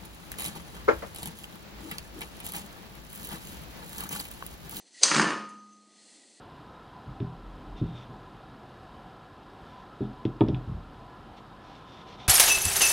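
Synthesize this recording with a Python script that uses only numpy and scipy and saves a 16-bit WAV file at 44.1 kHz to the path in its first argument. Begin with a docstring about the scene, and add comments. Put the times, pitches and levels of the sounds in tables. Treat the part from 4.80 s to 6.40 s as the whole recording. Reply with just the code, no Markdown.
"""A faint hiss of steam, then the steel lever of an espresso machine clacks down in a kitchen.
The impact excites short, bright modes of the steel. Escaping pressure drives a sputtering spurt
through the spout while the machine rattles on the counter; each knock feeds the modes of its
housing and body. These and one clear partial ring on, and the thin hiss remains."""
import sys
import numpy as np
from scipy import signal
from scipy.fft import rfft, irfft, next_fast_len
from scipy.io import wavfile
from scipy.ndimage import map_coordinates

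SR = 44100
rng = np.random.default_rng(int(sys.argv[2]) if len(sys.argv) > 2 else 0)


def bounce(signal):
    """Save signal as a 16-bit WAV file at the path given by the first command-line argument."""
    frames = np.transpose(np.atleast_2d(signal))
    limited = np.clip(frames, -1, 1)
    pcm = np.round(limited * 32767).astype(np.int16)
    wavfile.write(sys.argv[1], SR, pcm)


N = 70560

# Spectra of the room's background and of the steam. Each row: frequency in Hz, relative level in dB.
BACKGROUND_COLOUR = [(30, -49.5), (100, -30), (200, -4), (300, 1.5), (420, -5), (800, -7.5), (1300, -19),
                     (3000, -20), (10000, -37)]
LEAK_COLOUR = [(760, -49), (1300, -14), (1680, -12), (1890, -7), (2370, -8.5), (2600, -6), (3240, -5),
               (3510, -5), (3850, -6), (4290, 1), (5860, -5.5), (7630, -1.5), (9670, -6.5), (10700, -21.5),
               (11500, -49), (15000, -77), (22000, -120)]
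FIZZ_COLOUR = [(4000, -31), (6500, -8), (7700, 2), (9400, -1.5), (10700, -17)]
SPIT_COLOUR = [(2000, -35), (5000, -6), (6600, 8), (7800, 0), (10000, 1), (11000, -16.5)]
SPURT_COLOUR = [(1180, -31), (2000, -5.5), (2120, 1.5), (2380, -5), (3290, -2.5), (3570, -8.5), (4410, 1),
                (5740, -1), (7200, -2.5), (7920, -7.5), (8580, -4.5), (10700, -20.5), (11000, -32.5),
                (11300, -75), (11500, -91), (15000, -118), (22000, -120)]  # also colours the ticks of the rattle
SPURT_ROLL_OFF = [(100, -52.5), (400, -11.5), (2000, -1), (3500, -1.5)]
# Spectra of the solid contacts. Each row: frequency in Hz, relative level in dB.
CHATTER_COLOUR = [(35, -68), (60, -56), (141, -12.5), (211, -5), (249, 1.5), (335, -5), (533, -4),
                  (800, -8.5), (999, -1.5), (1140, -8), (1250, 1), (1560, -13), (1740, -5), (2020, -17.5),
                  (2870, -11), (3650, -21), (5000, -19.5), (6500, -43.5), (11000, -120)]
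CLANG_COLOUR = [(100, -46), (300, -8), (700, -15.5), (1000, -1), (1400, -1), (1850, -1.5), (2150, -6.5),
                (2850, -8), (3500, -22), (8000, -37.5)]
THUD_COLOUR = [(50, -59.5), (110, -24), (145, -10.5), (215, 4.5), (270, -4.5), (370, -3), (470, -10),
               (1000, -33), (3000, -67.5)]
SCRAPE_COLOUR = [(120, -50.5), (280, -10), (400, 4.5), (850, 0), (1300, -13.5), (2200, -12.5),
                 (6000, -17.5), (10000, -26.5)]
CLACK_COLOUR = [(100, -59), (200, -32.5), (400, -12), (1350, -17), (1700, -24.5), (2300, -16), (3500, -17),
                (4100, -2), (5700, -6), (6200, -4), (8600, -6.5), (10500, -22.5), (11500, -41)]

# Drift of the background. Each row: time in seconds, level in dB.
BACKGROUND_LEVEL = [(0, -65.5), (.9, -66.5), (1.35, -60.5), (1.6, -64.5)]
# Reverberation of the kitchen. Each row: frequency in Hz, T60 in seconds.
KITCHEN_T60 = [(150, 0.71), (500, 0.47), (2000, 0.49), (5000, 0.51), (10000, 0.33)]
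# Difference between the channels. Each row: frequency in Hz, gain of the side signal in dB.
SIDE_GAIN = [(3500, -82), (5200, -25.5), (7000, -17.5), (10000, -10), (11000, -11)]

# Course of the leak. Each row: time in seconds, hiss level in dB, high whistle level in dB.
LEAK_LEVELS = [(0, -53, -59), (0.041, -62.5, -73), (.075, -55, -51), (.1, -60.5, -65), (.15, -51.5, -56),
               (0.199, -46, -59), (.45, -62.5, -65.5), (0.779, -62.5, -68.5), (0.889, -63, -63),
               (1.079, -62.5, -73), (1.2, -55, -73), (1.35, -54, -67), (1.5, -57.5, -71), (1.6, -55.5, -72)]
# Resonances of leak and spout. Each row: centre in Hz, bandwidth in Hz, relative level in dB.
LEAK_RESONANCES = [(1956, 180, -12.5), (3480, 210, -17.5), (4200, 240, -11)]
SPOUT_RESONANCES = [(4795, 840, -9), (6375, 300, -8.5), (8880, 300, -11)]

# Modes of the machine's parts. Each row: frequency in Hz, relative level in dB, T60 in seconds.
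HOUSING_MODES = [(842, -9, 0.14), (1021, -5, .4), (1101, -2, 0.41), (1412.3, 0, 0.14), (1400, -3, 0.51),
                 (1572, -9, 0.59), (1643, -5, .35), (1756, 3, 0.41), (1841, 5, 0.1), (2500, -12, .3),
                 (2890, -10.5, .27)]
BODY_MODES = [(151, -1.5, 0.22), (177, -5.5, .18), (212.13, 1, .36), (302.3, -9, 0.79), (332, -6, 0.63),
              (375, 0, 0.18)]
SMALL_PART_MODES = [(4398, -3, 0.29), (4510, -5.5, 0.18), (4750, 0, .25), (6240, -1.5, 0.25),
                    (6750, -4.5, 0.218), (8300, 2.5, 0.17)]
LONG_MODES = [(1241, -23, 1.105), (208.5, -36, 1.71)]
LEVER_MODES = [(2366, -19.5, .1), (4095, -4.5, .08), (4420, -4.5, 0.24), (4600, -2.5, 0.22),
               (4890, -2.5, 0.1), (6227, 12.5, 0.036), (6340, -2, .09), (6750, -5.5, 0.073),
               (6750, -19.5, .07), (7330, -4, .07), (8378, 0.5, 0.11), (8150, 3, 0.027)]

# Knocks of the rattle. Each row: start in seconds, then levels of clang, thud and tick in dB.
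KNOCKS = [(.236, -23, -48.5, -34), (.252, -22.5, -44.5, -34.5), (0.281, -24, -42.5, -26),
          (0.312, -20.5, -31, -32.5), (0.3145, -14.5, -34, -32), (.345, -18.5, -33, -18.5),
          (.357, -19, -32.5, -24.5), (0.3638, -19, -19, -18.5), (0.38, -20.5, -23.5, -22),
          (.396, -10, -22, -22), (0.411, -27, -23.5, -44), (0.416, -23.5, -27.5, -21),
          (0.425, -20.5, -24.5, -37.5), (0.443, -28.5, -37, -36.5), (.473, -28.5, -43, -47),
          (0.504, -22.5, -35, -34), (0.5209, -24, -33, -48)]
# A late spit of steam, and the lever's contacts. Each row: start in seconds, level in dB.
SPITS = [(.689, -47.5)]
CLACKS = [(0.2303, -14.5), (0.2336, -3.5), (0.2418, -15), (0.2596, -21)]

# Overall passband. Each row: frequency in Hz, gain in dB.
PASSBAND = [(40, -20), (95, -15.5), (140, -3), (10000, -4.5), (10650, -6.5), (11400, -34)]


def amp(db):
    """Decibels to amplitude ratio."""
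    return 10 ** (np.asarray(db) / 20)


def unit(x):
    """Normalisation to rms 1."""
    return x / np.sqrt(np.mean(x ** 2) + 1e-20)


def along(points, hz):
    """Interpolation of (Hz, value) points on a logarithmic frequency axis."""
    f, v = np.transpose(points)
    return np.interp(np.log(hz + 1), np.log(f + 1), v)


def curve(rows):
    """Linear interpolation of (seconds, value) points at every sample."""
    return np.interp(np.arange(N) / SR, *np.transpose(rows))


def since(start):
    """Seconds elapsed since start, zero before."""
    return np.maximum(np.arange(N) / SR - start, 0)


def wobble(rate):
    """Smooth random modulation with rate knots a second."""
    return map_coordinates(rng.standard_normal(N // 20), [np.arange(N) * rate / SR], mode="wrap")


def filtered(x, response):
    """Linear filtering: the spectrum of x times a frequency response."""
    size = next_fast_len(N + SR // 2)
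    return irfft(rfft(x, size) * response(np.fft.rfftfreq(size, 1 / SR)), size)[..., :N]


def high_pass(x, hz):
    """Fourth-order attenuation of the bass below hz."""
    return signal.sosfilt(signal.butter(4, hz, "highpass", fs=SR, output="sos"), x)


def coloured(x, colour):
    """Spectral shaping by (Hz, dB) points, at rms 1."""
    return unit(filtered(x, lambda hz: amp(along(colour, hz))))


def noise(colour):
    """Coloured Gaussian noise of rms 1."""
    return coloured(rng.standard_normal(N), colour)


def grains(rate, spread_db):
    """A Poisson process: impulses of random sign and strength, on average rate a second."""
    return (rng.random(N) < rate / SR) * rng.choice([-1, 1], N) * amp(spread_db * rng.standard_normal(N))


def blow(start, t60, attack_s):
    """Envelope of a damped response: a rise, then exponential decay."""
    t = since(start)
    return amp(-60 * t / t60) * (1 - np.exp(-t / attack_s))


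def swell(start, end, rise_db_per_s, fall_db_per_s):
    """Envelope that grows exponentially until start, holds, and decays after end."""
    t = np.arange(N) / SR
    return amp(-rise_db_per_s * np.maximum(start - t, 0) - fall_db_per_s * since(end))


def whistle(hz, width_hz):
    """Resonance driven by noise: a narrow band that flutters in level."""
    band = filtered(rng.standard_normal(N), lambda f: 1 / (1 + (2 * (f - hz) / width_hz) ** 2))
    return amp(2.3 * wobble(24)) * unit(band)


def ring(start, modes, scatter_db, attack_s):
    """Free vibration: a sum of damped sinusoids of scattered strength and random phase."""
    t, out = since(start), np.zeros(N)
    for hz, db, t60 in modes:
        envelope = amp(db + scatter_db * rng.standard_normal()) * blow(start, t60, attack_s)
        out += envelope * np.sin(2 * np.pi * (hz * t + rng.random()))
    return out


def sustained(starts, levels_db, modes, waver_db=3):
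    """Incoherent summation: the energies of many hits add in each mode; level and phase waver."""
    t, out = since(0), np.zeros(N)
    for hz, mode_db, t60 in modes:
        energy = sum((amp(db) * blow(start, t60, 0.002)) ** 2 for start, db in zip(starts, levels_db))
        cycles = hz * t + rng.random() + 0.05 * wobble(40)
        out += amp(mode_db + waver_db * wobble(30)) * np.sqrt(energy) * np.sin(2 * np.pi * cycles)
    return out


def background():
    """Ambient noise: a faint, low rush that drifts in level."""
    return amp(curve(BACKGROUND_LEVEL)) * noise(BACKGROUND_COLOUR)


def kitchen(x):
    """Reverberation: reflections from stone walls form a diffuse tail whose treble dies first."""
    hz, t, spectra = signal.stft(rng.standard_normal(SR), SR, nperseg=256)
    decay = amp(-60 * t / along(KITCHEN_T60, hz)[:, None])
    tail = signal.istft(spectra * decay, SR, nperseg=256)[1]
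    response = np.pad(tail / np.linalg.norm(tail), (SR // 250, 0))  # arrives 4 ms late
    return signal.fftconvolve(x, response)[:N]


def leak():
    """Flow noise: steam hisses, whistles and spits once; a bright fizz joins as the leak opens."""
    times, hiss_db, whistle_db = np.transpose(LEAK_LEVELS)
    hiss = noise(LEAK_COLOUR) + sum(amp(db) * whistle(hz, width) for hz, width, db in LEAK_RESONANCES)
    hiss *= amp(curve(np.c_[times, hiss_db]) + 0.6 * wobble(35)) / np.std(hiss)
    high_whistle = amp(curve(np.c_[times, whistle_db])) * whistle(hz=6145, width_hz=170)
    fizz = amp(-60.5) * noise(FIZZ_COLOUR) * swell(1.26, 1.52, rise_db_per_s=61.5, fall_db_per_s=22)
    spit_envelope = sum(amp(db) * blow(start, t60=0.084, attack_s=0.002) for start, db in SPITS)
    return hiss + high_whistle + fizz + noise(SPIT_COLOUR) * spit_envelope


def ringing():
    """Modal decay: the knocks set the machine ringing; two lightly damped partials last longest."""
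    starts, clang_db, thud_db, tick_db = np.transpose(KNOCKS)
    partials = ring(0.396, LONG_MODES, scatter_db=0.38, attack_s=0.09)  # from the hardest knock
    housing = amp(-18) * sustained(starts, clang_db, HOUSING_MODES)
    body = amp(-9.5) * sustained(starts, thud_db, BODY_MODES)
    jingle = amp(-22.5) * sustained(starts, tick_db, SMALL_PART_MODES)
    return partials + housing + body + jingle


def chatter():
    """Superposition of small impacts: they fill the gaps between the knocks and die away."""
    contacts = coloured(grains(rate=1500, spread_db=4.5), CHATTER_COLOUR)
    onset = 1 - np.exp(-since(0.22) / 0.025)
    return amp(-28) * contacts * swell(0.36, 0.46, rise_db_per_s=110, fall_db_per_s=103.5) * onset


def rattle():
    """Impact noise: each knock on the counter gives a mid-range clang, a low thud and a high tick."""
    clang, thud, tick = noise(CLANG_COLOUR), noise(THUD_COLOUR), noise(SPURT_COLOUR)
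    out = np.zeros(N)
    for start, clang_db, thud_db, tick_db in KNOCKS:
        out += amp(clang_db) * clang * blow(start, t60=0.043, attack_s=0.0005)
        out += amp(thud_db) * thud * blow(start, t60=0.07, attack_s=0.0056)
        out += amp(tick_db) * tick * blow(start, t60=0.039, attack_s=0.0006)
    return out


def spurt():
    """Jet noise: steam and droplets excite the spout's resonances and fade as the pressure drops."""
    droplets = unit(grains(rate=2000, spread_db=2.5))
    steam = 1.2 * rng.standard_normal(N)
    spray = coloured(coloured(droplets + steam, SPURT_COLOUR), SPURT_ROLL_OFF)
    spout = sum(amp(db) * whistle(hz, width) for hz, width, db in SPOUT_RESONANCES)
    sputter = amp(-27 + 0.89 * wobble(130))
    return sputter * unit(spray + spout) * swell(0.2314, 0.375, rise_db_per_s=901, fall_db_per_s=132)


def lever():
    """Friction, then impact: the linkage drags, and steel bounces on steel with a crack and a ring."""
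    crack_noise, clacks = noise(CLACK_COLOUR), np.zeros(N)
    scrape = amp(-35) * noise(SCRAPE_COLOUR) * blow(0.208, t60=0.48, attack_s=0.015)
    for start, db in CLACKS:
        crack = crack_noise * blow(start, t60=0.027, attack_s=0.00029)
        steel = amp(-18) * ring(start, LEVER_MODES, scatter_db=1.5, attack_s=0.00015)
        clacks += amp(db) * (crack + steel)
    return scrape + clacks


def scene():
    """Direct and reverberant sound add; above about 5 kHz the treble differs slightly between the two channels."""
    direct = high_pass(lever(), hz=258) + high_pass(rattle() + chatter(), hz=107) + spurt()
    mid = direct + amp(-7) * kitchen(direct) + ringing() + leak() + background()
    side = filtered(kitchen(mid), lambda hz: amp(along(SIDE_GAIN, hz)))
    return np.array([mid + side, mid - side])


def record(dry):
    """Band limiting: the deep bass is weakened and the top of the treble is cut off."""
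    return filtered(dry, lambda hz: (hz < 11400) * amp(along(PASSBAND, hz)))


dry = scene()
out = record(dry)
bounce(out)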